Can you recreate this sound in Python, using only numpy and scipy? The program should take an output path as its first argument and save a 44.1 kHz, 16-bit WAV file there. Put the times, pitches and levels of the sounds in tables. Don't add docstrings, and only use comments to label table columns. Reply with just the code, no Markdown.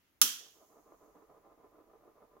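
import sys
import numpy as np
from scipy import signal
from scipy.fft import rfft, irfft
from scipy.io import wavfile
from scipy.ndimage import map_coordinates

SR = 44100
rng = np.random.default_rng(int(sys.argv[2]) if len(sys.argv) > 2 else 0)


def unload_audio(sound):
    columns = np.transpose(np.atleast_2d(sound))
    steps = np.round(np.clip(columns, -1, 1) * 32767)
    wavfile.write(sys.argv[1], SR, steps.astype(np.int16))


N = 105840

# freq_hz, density_db
ROOM_SPECTRUM = [(25, 5.5), (50, 13), (100, 11), (190, 10), (290, 14.5), (450, 5.5), (900, 3), (2000, 3),
                 (3000, -4), (5000, -5.5), (6800, -5), (8300, -11), (11000, -3), (15000, -1.5)]
# freq_hz, correlation
ROOM_CORRELATION = [(50, 0.5804), (300, 0.55), (1400, 0.078), (3000, 0.0083)]
# freq_hz, t60_s
ROOM_DECAY = [(100, 0.54), (300, 0.25), (700, .36), (1400, 0.48), (3200, 0.51), (6500, .47), (9000, .38),
              (15000, .33)]
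# freq_hz, density_db
RUMBLE_SPECTRUM = [(20, -10.5), (42, -1), (70, -10.5), (150, -18), (600, -67)]
# freq_hz, density_db
HISS_SPECTRUM = [(2000, -31), (5400, -12.5), (6600, -2.5), (7400, -10), (8400, -18.5), (10500, -10.5),
                 (15500, -8)]
# time_s, level_db
HISS_ENVELOPE = [(.22, -100), (0.451, -64.5), (0.721, -72), (.9, -77.5), (1.03, -75.5), (1.2, -80.5),
                 (1.45, -88), (2.4, -90)]
# freq_hz, density_db
BRUSH_SPECTRUM = [(500, -20), (1200, -5.5), (1900, 0), (2400, -4), (2900, 1.5), (4000, -7), (6500, -8),
                  (9000, -20)]
# time_s, level_db
BRUSH_ENVELOPE = [(0, -80.5), (.08, -79.5), (.12, -85), (.17, -87), (.21, -100)]
# start_s, level_db, left_over_right_db
SNAP_ARRIVALS = [(0.2146, -10.5, -9), (.2161, -8, -0.5), (0.218, -18.5, 4)]
# freq_hz, gain_db
SNAP_RESPONSE = [(60, -29.5), (250, -22.5), (650, -28.5), (850, -14), (1020, -13.5), (1270, -4),
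                 (1700, -11.5), (2200, -11), (3300, 2.5), (4400, -4.5), (6200, 4), (7600, -1), (8200, -11),
                 (9500, -1), (13000, 1), (15800, 0.5)]
# freq_hz, correlation
SNAP_CORRELATION = [(200, .85), (1000, .5), (3000, .1), (6000, -0.49), (11000, .2)]
# freq_hz, left_over_right_db
SNAP_PAN = [(200, -0.5), (1300, 2), (6000, -2), (9000, -1.5), (14000, 3)]
# pitch_hz, level_db, t60_s
HOUSING_MODES = [(1224, -13.5, 0.065), (1450, -17.5, .04), (3042, -20.5, .3), (3160, -18, 0.22),
                 (5610, -8, 0.095), (5790, -5.5, 0.076), (6060, -17, .3), (6590, -8, .04), (7580, -10, .05),
                 (12520, -7.5, .05), (13710, -8, 0.042)]
# pitch_hz, level_db, t60_s
THUD_MODES = [(45, -18.5, .1), (137, -8.5, .17), (204, -2.5, .22), (257.6, -5.5, 0.36), (370.2, -6, 0.13)]
# freq_hz, density_db
ECHO_SPECTRUM = [(60, -30.5), (160, -14.5), (280, -7), (480, -9.5), (680, -17), (1000, -10.5), (1400, -4.5),
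                 (2300, -10), (2800, -2.5), (3200, 3.5), (3800, -4.5), (4700, -4), (5900, 3), (7400, -3),
                 (8500, -5.5), (12000, 1), (16000, -2.5)]
# freq_hz, left_over_right_db
ECHO_PAN = [(200, -1.5), (1300, -2.5), (4400, -5.5), (8000, -5.5), (11000, -0.5), (15000, 1.5)]
# freq_hz, gain_db
TANK_RESPONSE = [(60, -24), (150, -10), (230, -9), (310, 0.5), (480, 2), (620, -4.5), (760, -2), (900, -5),
                 (1170, -4.5), (1450, -15), (1950, -24.5), (2900, -36), (6000, -46), (15000, -57.5)]
# pitch_hz, width_hz, gain_db
TANK_RESONANCES = [(335, 140, -6.5), (462.1, 24, -7.5), (715, 36, -8.5), (1000, 280, -9.5)]
# freq_hz, left_over_right_db
TANK_PAN = [(60, 0), (200, -4.5), (380, -7.5), (700, -2.5), (1290, -1), (2400, 0)]
# freq_hz, gain_db
TANK_SEND = [(200, -7.5), (400, -5), (700, -2), (1400, -3), (3000, 1)]
# main_rub_peak_s, main_rub_db, lead_rub_db
BAR_TURNS = [(.468, -8.5, -8), (0.624, -5, -9.5), (0.778, -1.5, -5), (0.924, 0, -8), (1.081, -6, -3.5),
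             (1.22, -2.5, 0), (1.364, -3.5, -2.5), (1.515, -2.6, -4), (1.650, -2.5, -5), (1.797, -2.9, -5),
             (1.945, -3, -5.8), (2.084, -2.2, -5.5), (2.23, -3.5, -5.4), (2.378, -4, -8.5)]
# start_s, level_db
BAR_BUMPS = [(0.569, -53), (0.699, -53.5), (0.92, -46.5), (1.011, -54), (1.298, -53), (1.445, -52.5),
             (1.575, -56), (1.642, -47), (1.934, -50.5), (2.077, -50), (2.167, -59), (2.22, -53),
             (2.366, -45.5)]

SWITCH_ON_S, SPIN_UP_S = SNAP_ARRIVALS[0][0], 0.68
SNAP_ATTACK_S, ECHO_ATTACK_S = 0.00018, 0.002


def amp(db):
    return 10 ** (np.asarray(db) / 20)


def unit(x):
    return x / np.sqrt(np.mean(x ** 2) + 1e-20)


def along(points, hz):
    freqs_hz, values = np.transpose(points)
    return np.interp(np.log(hz + 1), np.log(freqs_hz + 1), values)


def filtered(x, response):
    return irfft(rfft(x, 2 * N) * response(np.fft.rfftfreq(2 * N, 1 / SR)))[..., :N]


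def min_phase(gain):
    cepstrum = irfft(np.log(np.maximum(gain, 1e-6)))
    cepstrum[1:N] *= 2
    cepstrum[N + 1:] = 0
    return np.exp(rfft(cepstrum))


def pan(db):
    return amp(np.array([[.5], [-.5]]) * db)


def noise(spectrum, correlation=((100, 0),), balance=((100, 0),)):
    def mid_side_gains(hz):
        angle = np.arccos(np.clip(along(correlation, hz), -1, 1)) / 2
        return amp(along(spectrum, hz)) * [np.cos(angle), np.sin(angle)]
    mid, side = filtered(rng.standard_normal((2, N)), mid_side_gains)
    stereo = np.array([mid + side, mid - side])
    return unit(filtered(stereo, lambda hz: pan(along(balance, hz))))


def since(start_s):
    return np.maximum(np.arange(N) / SR - start_s, 0)


def envelope(points):
    return amp(np.interp(since(0), *np.transpose(points)))


def strike(start_s, attack_s, t60_s):
    t = since(start_s)
    return (1 - np.exp(-t / attack_s)) * amp(-60 * t / t60_s)


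def ring(modes, start_s, attack_s, channels):
    out = 0
    for hz, db, t60_s in modes:
        cycles = hz * since(start_s) + rng.random((channels, 1))
        out = out + amp(db) * strike(start_s, attack_s, t60_s) * np.sin(2 * np.pi * cycles)
    return out


def room_decay(x, start_s):
    hz, t, bands = signal.stft(x, SR, nperseg=256)
    fade = amp(-60 * np.maximum(t - start_s, 0) / along(ROOM_DECAY, hz)[:, None])
    rise = 1 - np.exp(-since(start_s) / ECHO_ATTACK_S)
    return signal.istft(bands * fade, SR, nperseg=256)[1][:, :N] * rise


def reflect(x, impulse):
    return signal.fftconvolve(x[None], impulse / np.linalg.norm(impulse[0]), axes=1)[:, :N]


def fan_speed():
    return np.minimum(since(SWITCH_ON_S) / SPIN_UP_S, 1)


def background():
    room = amp(-75.5) * noise(ROOM_SPECTRUM, ROOM_CORRELATION)
    rumble = amp(-82) * noise(RUMBLE_SPECTRUM, ROOM_CORRELATION, TANK_PAN) * fan_speed() ** 3
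    hiss = envelope(HISS_ENVELOPE) * noise(HISS_SPECTRUM, balance=ECHO_PAN)
    return room + rumble + hiss


def finger():
    return envelope(BRUSH_ENVELOPE) * noise(BRUSH_SPECTRUM)


def crack(start_s, attack_s, t60_s, balance):
    burst = noise([(100, 0)], SNAP_CORRELATION, balance) * strike(start_s, attack_s, t60_s)
    return filtered(burst, lambda hz: min_phase(unit(amp(along(SNAP_RESPONSE, hz)))))


def rocker_switch():
    thud = amp(-47) * ring(THUD_MODES, SWITCH_ON_S, attack_s=0.013, channels=1) * pan(db=-1.5)
    snap = 0
    for start_s, level_db, side_db in SNAP_ARRIVALS:
        housing = amp(-14) * ring(HOUSING_MODES, start_s, SNAP_ATTACK_S, channels=2)
        burst = crack(start_s, SNAP_ATTACK_S, t60_s=0.013, balance=SNAP_PAN)
        snap = snap + amp(level_db) * pan(side_db) * (burst + housing)
    early = amp(-11) * crack(SWITCH_ON_S, ECHO_ATTACK_S, t60_s=0.069, balance=ECHO_PAN)
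    tail = amp(-24) * room_decay(noise(ECHO_SPECTRUM, ROOM_CORRELATION, ECHO_PAN), SWITCH_ON_S)
    return thud + snap + early + tail


def tank_body(hz):
    peaks = sum(amp(db) * 1j * hz * width_hz / (pitch_hz ** 2 - hz ** 2 + 1j * hz * width_hz)
                for pitch_hz, width_hz, db in TANK_RESONANCES)
    response = min_phase(amp(along(TANK_RESPONSE, hz))) * (1 + peaks)
    return response / np.sqrt(np.mean(np.abs(response) ** 2))


def tank(force):
    direct = filtered(force, tank_body)
    tail_ir = room_decay(rng.standard_normal((2, N)), start_s=0)
    walls_ir = rng.standard_normal((2, N)) * strike(0, ECHO_ATTACK_S, t60_s=0.034)
    reflections = amp(-5.5) * reflect(direct, tail_ir) + amp(-0.5) * reflect(direct, walls_ir)
    room = filtered(reflections, lambda hz: amp(along(TANK_SEND, hz)))
    return filtered(direct + room, lambda hz: pan(along(TANK_PAN, hz)))


def rub(peak_s, sigma_s):
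    return np.exp(-.5 * ((since(0) - peak_s) / sigma_s) ** 2)


def stir_bar(lead_s=0.05095, slips_per_s=600, slip_spread_db=2.5, bump_lag_s=0.001955):
    pressure = amp(-13.5) * fan_speed()
    for peak_s, main_db, lead_db in BAR_TURNS:
        pressure += amp(main_db) * rub(peak_s, sigma_s=0.016)
        pressure += amp(lead_db) * rub(peak_s - lead_s, sigma_s=0.018)
    slipping = rng.random(N) < slips_per_s / SR
    slip_size = amp(slip_spread_db * rng.uniform(-1, 1, N))
    smooth_friction = rng.standard_normal(N)
    slips = unit(slipping * slip_size * np.sign(smooth_friction))
    force = amp(-62.5) * pressure * (slips + amp(-6.5) * smooth_friction)
    for start_s, level_db in BAR_BUMPS:
        force[round((start_s + bump_lag_s) * SR)] += amp(11.5 + level_db)
    return tank(force)


def scene():
    return finger() + rocker_switch() + stir_bar() + background()


def record(dry):
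    cutoff_hz, order = 15900, 80
    return filtered(dry, lambda hz: min_phase(1 / np.sqrt(1 + (hz / cutoff_hz) ** (2 * order))))


dry = scene()
out = record(dry)
unload_audio(out)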